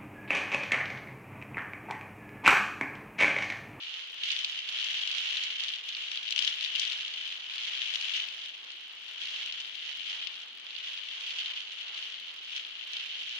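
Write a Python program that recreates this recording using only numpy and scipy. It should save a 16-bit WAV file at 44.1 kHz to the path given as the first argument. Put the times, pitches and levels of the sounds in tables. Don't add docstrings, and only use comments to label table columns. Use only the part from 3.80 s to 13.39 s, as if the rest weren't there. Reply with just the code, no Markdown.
import sys
import numpy as np
from scipy import signal
from scipy.fft import rfft, irfft
from scipy.io import wavfile
from scipy.ndimage import map_coordinates

SR = 44100
rng = np.random.default_rng(int(sys.argv[2]) if len(sys.argv) > 2 else 0)


def amplitude_ratio(level_db):
    exponent = np.asarray(level_db, float) / 20
    return 10 ** exponent


def unload_wav(signal):
    wavfile.write(
        sys.argv[1],
        SR,
        np.round(np.clip(np.atleast_2d(signal).T, -1, 1) * 32767).astype(np.int16),
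    )


N = 422919


def rain():
    # frequency in Hz, level in dB per Hz.
    pane_tone = [(900, -50.5), (1400, -22), (2000, -13), (2500, -7), (3050, 2), (3700, -7.5), (4400, -12.5),
                 (5200, -24.5), (7000, -60.5)]
    # frequency in Hz, level in dB per Hz.
    fizz_tone = [(2000, -82), (3500, -34), (4800, 1), (5900, 0.5), (6800, -5.5), (7900, -18.5), (9500, -21),
                 (11000, -31.5), (15500, -42.5)]
    # frequency in Hz, level in dB per Hz.
    spray_tone = [(100, -75), (250, -36.5), (450, -9), (900, -2), (1400, 2.5), (2200, 1.5), (3000, -46),
                  (5000, -84.5)]
    # middle in seconds, spray swell in dB, half length in seconds.
    puddles = [
        (2.144, 1, 0.072),
        (5.594, 3.5, 0.15),
        (6.56, 3.5, 0.21),
        (8.048, 4, 0.25),
        (8.752, 3.5, .06),
    ]
    t = np.arange(N) / SR
    rain_db, pan_db = downpour(t)
    excess_db = rain_db - rain_db.mean()

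    fizz_db = -14.5 + 0.36 * excess_db + 0.73 * wobble(9)
    spray_db = -21 - 0.4 * excess_db + 0.65 * wobble(6) + 1.05 * wobble(14)
    for middle, swell_db, half in puddles:
        spray_db = spray_db + swell_db * np.clip(1 - abs(t - middle) / half, 0, 1)

    pan_db = pan_db + 1.6 * wobble(10)
    flurry_db = rain_db + 0.56 * wobble(20) + 0.37 * wobble(45) + np.array([pan_db, -pan_db]) / 2
    near = patter(count=7000, spread_db=3.0, aside_db=5, rarest=0.063)
    far = patter(count=25000, spread_db=2.5, aside_db=4.5, rarest=0.02)
    gusty_db = 0.047 * (rain_db + 38)

    near_thud = unit(bursts(*near, t60=0.011, rise=0.00031)) * amplitude_ratio(-2.5 + gusty_db)
    far_thud = unit(bursts(*far, t60=0.025, rise=0.00034)) * amplitude_ratio(-4.0)
    thud = near_thud + far_thud
    late = 22
    thud[0] += 0.14 * np.roll(thud[1], late)

    near_splash = unit(bursts(*near, t60=0.015, rise=0.0002)) * amplitude_ratio(-4.0 + gusty_db)
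    far_splash = unit(bursts(*far, t60=0.017, rise=0.00037)) * amplitude_ratio(-5.5)
    splash = near_splash + far_splash
    spray = amplitude_ratio(0.92 * np.array([wobble(12), wobble(13)])) * rng.standard_normal((2, N))

    pane = coloured(amplitude_ratio(flurry_db + 4.0) * thud, pane_tone)
    fizz = coloured(amplitude_ratio(flurry_db + fizz_db + 2.0) * splash, fizz_tone)
    return pane + fizz + coloured(amplitude_ratio(rain_db + spray_db + 5.0) * spray, spray_tone)


def downpour(t):
    # peak in seconds, swell in dB, rise in seconds, fall in seconds.
    gusts = [(0.17, 8, 0.56, 0.22), (0.49, 13.5, 0.2, 0.78), (1.01, 9.5, 0.16, 0.73),
             (1.391, 2.5, 0.19, 0.05), (1.581, 12, 0.58, 0.88), (1.901, 4.0, 0.21, 0.086),
             (2.21, 6, 0.16, 0.32), (2.58, 11, 0.34, 0.86), (2.69, 5.5, 0.14, 0.062),
             (2.83, 4, 0.058, 0.18), (3.03, 9, 0.16, 0.21), (3.23, 3.5, 0.081, 0.1), (3.42, 9, 0.36, 0.76),
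             (3.88, 2, 0.15, 0.039), (4.14, 13, 0.5, 0.8), (4.36, 6, 0.023, 0.15), (4.59, 0.5, 0.1, 0.11),
             (4.89, 2, 0.06, 0.79), (5.42, 1.5, 0.056, 0.15), (5.571, 10.5, 0.39, 0.58),
             (6.09, 9, 0.17, 0.17), (6.32, 10.5, 0.19, 0.41), (7.07, 6.5, 0.28, 0.15),
             (7.59, 11.0, 0.65, 0.51), (8.19, 8.0, 0.33, 0.56), (8.78, 6, 0.21, 0.09), (9.25, 8, 0.67, 1),
             (9.55, 2.5, 0.24, 0.073)]
    # time in seconds, left over right in dB.
    slant = [
        (0.0, 0),
        (2.4, 1.5),
        (2.6, 4.5),
        (3.7, 0.5),
        (4.35, 4),
        (4.6, 2),
        (9.59, 0.5),
    ]
    rain_db = -50
    for peak, swell_db, rise, fall in gusts:
        times = [peak - abs(rise), peak, peak + abs(fall)]
        rain_db = rain_db + swell_db * np.interp(t, times, [0, 1, 0])
    return rain_db, np.interp(t, *np.transpose(slant))


def patter(count, spread_db, aside_db, rarest):
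    draw = rng.random((count, 3))
    size_db = -spread_db * np.log(draw[:, 1] + rarest)
    pan_db = aside_db * (2 * draw[:, 2] - 1)
    return draw[:, 0] * N / SR, amplitude_ratio([size_db + pan_db, size_db - pan_db])


def bursts(s, sizes, t60, rise):
    at = np.clip(np.round(s * SR).astype(int), 0, N - 1)
    power = np.array([np.bincount(at, size ** 2, N) for size in sizes])
    fading = signal.lfilter([1], [1, -amplitude_ratio(-120 / (t60 * SR))], power)
    swell = np.exp(-1 / (abs(rise) * SR + 1e-3))
    power = signal.lfilter([1 - swell], [1, -swell], fading)
    return np.sqrt(power) * rng.standard_normal((2, N))


def drops():
    # frequency in Hz, level in dB per Hz.
    knock_tone = [(1200, -59), (1900, -23), (2500, -7), (3100, 1.5), (3800, -5.5), (4600, -11),
                  (5500, -24.5), (7000, -60)]
    # frequency in Hz, level in dB per Hz.
    splash_tone = [(2500, -60.5), (4000, -8), (5000, -1.5), (6000, 1), (7000, -10), (8500, -18.5),
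                   (11000, -35.5), (15500, -51)]
    # peak in seconds, left level in dB, right level in dB,
    # splash over knock in dB.
    left_drops = [(2.3746, -13, -28, -23), (2.4806, -18.5, -31, -27), (2.5076, -17, -30, -7),
                  (2.5249, -13, -15, -15), (2.5617, -10, -21, -10.5), (2.5792, -9.5, -23.0, -17),
                  (2.5915, -7.5, -19.5, -11), (2.6492, -12.5, -31, -9), (2.6771, -6.5, -20, -20),
                  (2.8098, -14.5, -28, -15), (2.829, -17, -28.0, -13), (2.8409, -16, -29.5, -23),
                  (2.8476, -12.5, -32, -16), (2.9525, -12.5, -26.0, -23), (2.9598, -13, -17, -15),
                  (2.9967, -10, -21, -9), (3.0173, -15, -24.5, -21), (3.0392, -27, -20, -20),
                  (3.0517, -15, -24.5, -16), (3.1221, -14, -26.5, -19), (3.7812, -17.5, -31, -25),
                  (4.1392, -14, -26.5, -16), (4.1569, -13, -25.5, -10), (4.2115, -17, -26.0, -10),
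                  (4.3668, -19, -23, -10), (5.4173, -19, -32.5, -19), (5.7244, -18.5, -33, -13),
                  (6.4716, -15.5, -35.0, -17), (7.1753, -23, -26, -26), (8.2269, -20, -31, -25)]
    # peak in seconds, left level in dB,
    # right level in dB, splash over knock in dB.
    other_drops = [(0.437, -16, -16.5, -15), (0.505, -16, -13, -22), (0.5172, -18, -26, -7.5),
                   (0.566, -14, -26, -18), (0.6474, -13, -12, -18), (0.791, -19.5, -22, -16),
                   (0.891, -20, -16.5, -14), (0.987, -30, -22, -14), (1.0442, -24, -23, -5),
                   (1.1754, -19, -20, -19), (1.638, -35, -23, -9), (1.8002, -21.0, -21, -18),
                   (1.806, -25.5, -20.0, -18), (1.9372, -22, -19, -22), (2.0901, -19, -21, -15),
                   (2.1029, -36, -24.0, -25), (2.1257, -37, -22.0, -24), (2.151, -20, -18, -28),
                   (3.6984, -26, -22, -19), (4.0187, -13, -22, -17), (4.8478, -41, -28, -25),
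                   (5.5621, -30.5, -20, -17), (6.2988, -25, -22, -15), (6.867, -33.5, -25, -25.5),
                   (6.9071, -30.5, -26, -24), (6.9653, -31, -22, -23), (7.4656, -26, -27, -12),
                   (7.8057, -25, -25, -13), (8.7655, -22, -20, -11), (8.85, -24.5, -26, -28)]
    rows = np.vstack([left_drops, other_drops, smalls(), strays(count=70)])
    s, left_db, right_db, splash_db = rows.T
    side_db = np.array([left_db, right_db])
    knock = landed(s, side_db - 2.5, knock_tone, t60=0.008, smear_db=-14)
    return knock + landed(s, side_db + splash_db - 2.0, splash_tone, t60=0.006, smear_db=-10.5)


def smalls():
    # first touch in seconds, peak level in dB, left over right in dB, splash over knock in dB.
    small_drops = [(0.1401, -28, 1.0, -18), (0.4579, -26, 2.0, -16), (0.5896, -24, 1.0, -12),
                   (1.2144, -28, 1.0, -17), (1.2745, -22, 1.5, -14), (1.3144, -21, 2, -15),
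                   (1.8454, -27, -4, -16), (2.3154, -25, 2, -11), (2.6239, -22, 8, -11),
                   (2.6474, -26, 6, -14), (3.0764, -24, 6, -16), (3.2804, -28, 3.0, -11),
                   (3.4754, -30.5, 6, -16), (4.1034, -26, 4.0, -18), (4.3365, -25, 8, -19),
                   (4.6588, -30, 4, -15), (4.9033, -33, -3, -18), (5.6605, -28, 10, -18),
                   (5.8024, -28, 4, -10), (5.9529, -30, 9, -16), (7.2873, -31, -1.0, -16),
                   (7.5063, -26, -1.5, -19), (7.5857, -24, 3.5, -20), (7.6004, -25, -1, -20),
                   (7.66, -25.5, 5, -19), (8.0112, -29.5, 1, -21), (8.081, -32.5, -2, -17.5),
                   (8.1748, -28.5, 2, -16), (9.1331, -28, 8, -13), (9.1674, -26, 0.5, -18)]
    s, peak_db, pan_db, splash_db = np.transpose(small_drops)
    peak_s = s + 0.000993
    side_db = peak_db + 4.5
    return np.transpose([peak_s, side_db + pan_db / 2, side_db - pan_db / 2, splash_db])


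def strays(count):
    when, size, aside, wet = rng.random((count, 4)).T
    s = when * N / SR
    rain_db, pan_db = downpour(s)
    growth_db = 0.43 * (rain_db + 41)
    peak_db = rain_db + growth_db + 14 - 2.5 * np.log(size + 0.13)
    lean_db = pan_db + 3.5 * (2 * aside - 1)
    splash_db = -15 + 6 * (2 * wet - 1)
    return np.transpose([s, peak_db + lean_db, peak_db - lean_db, splash_db])


def landed(s, peak_db, spectrum, t60, smear_db):
    t = np.arange(1200) / SR
    blow = amplitude_ratio(-60 * t / t60) * (1 - np.exp(-t / 0.0004))
    cabin_smear = amplitude_ratio(smear_db - 60 * t / 0.045)
    noise = rng.standard_normal((2 * len(s), len(t)))
    puffs = coloured((blow + cabin_smear) * noise, spectrum)
    puffs = puffs.reshape(len(s), 2, -1)[..., :len(t)]
    puffs = puffs / abs(puffs).max(2, keepdims=True) * amplitude_ratio(peak_db.T)[..., None]
    start = np.round(s * SR).astype(int)[:, None] - abs(puffs).argmax(2)
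    at = np.clip(start[..., None] + np.arange(len(t)), 0, N)
    sides = [np.bincount(at[:, side].ravel(), puffs[:, side].ravel(), N + 1)[:N] for side in range(2)]
    return np.array(sides)


def road():
    # frequency in Hz, level in dB per Hz.
    rumble_tone = [(25, -57), (75, -31), (130, -9), (160, -14), (230, -1.5), (400, 1), (800, -1.5),
                   (1500, -23), (3000, -82.5)]
    # frequency in Hz, likeness (1 is identical).
    likeness = [(60, .8), (130, 1), (290, 0.97), (640, 0.11)]
    alike = along(likeness, np.fft.rfftfreq(N, 1 / SR))
    turn = np.arccos(np.clip(alike, -1, 1)) / 2
    rumble = coloured(rng.standard_normal((2, N)), rumble_tone)
    mid, side = irfft(rfft(rumble) * [np.cos(turn), np.sin(turn)], N)
    level = amplitude_ratio(-72 + 0.65 * wobble(2.8) + 0.46 * wobble(9))
    return level * np.array([mid + side, mid - side]) * amplitude_ratio([[0.8], [-0.8]])


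def coloured(x, spectrum):
    size = 4096
    gain = amplitude_ratio(along(spectrum, np.fft.rfftfreq(size, 1 / SR)))
    forward = np.r_[1, np.full(size // 2 - 1, 2), 1, np.zeros(size // 2 - 1)]
    fold = irfft(np.log(gain + 1e-6)) * forward
    ring = irfft(np.exp(rfft(fold)))
    return signal.oaconvolve(x, ring[None] / np.linalg.norm(ring), axes=1)[:, :N]


def along(points, hz):
    f, v = np.transpose(points)
    return np.interp(np.log(hz + 1), np.log(f + 1), v)


def wobble(rate):
    knots = rng.standard_normal(int(N * rate / SR) + 4)
    return map_coordinates(knots, [np.arange(N) * rate / SR])


def unit(x):
    return x / np.sqrt(np.mean(x ** 2) + 1e-20)


def scene():
    return rain() + drops() + road()


def buffer_ticks(hz, t60, db):
    buffer, edge = 1024, 857
    shared, left, right = rng.standard_normal((3, N // buffer))
    jumps = np.zeros((2, N))
    jumps[:, edge::buffer][:, :len(shared)] = 0.92 * shared + 0.69 * np.array([left, right])
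    t = np.arange(256) / SR
    ring = amplitude_ratio(db - 60 * t / t60) * np.cos(2 * np.pi * hz * t - 0.25)
    return signal.oaconvolve(jumps, ring[None], axes=1)[:, :N]


def low_pass(x):
    return signal.sosfilt(signal.butter(12, 16530, fs=SR, output="sos"), x)


def record(dry):
    padded = N + 4096
    hz = np.fft.rfftfreq(padded, 1 / SR)
    passed = (hz < 15830) / (1 + (110 / (hz + 1)) ** 3)
    hiss = amplitude_ratio(-91) * rng.standard_normal((2, N))
    wired = dry + buffer_ticks(hz=2740, t60=0.0057, db=-43.0) + hiss
    mix = irfft(rfft(wired, padded) * passed, padded)[:, :N]
    return low_pass(mix)


dry = scene()
out = record(dry)
unload_wav(out)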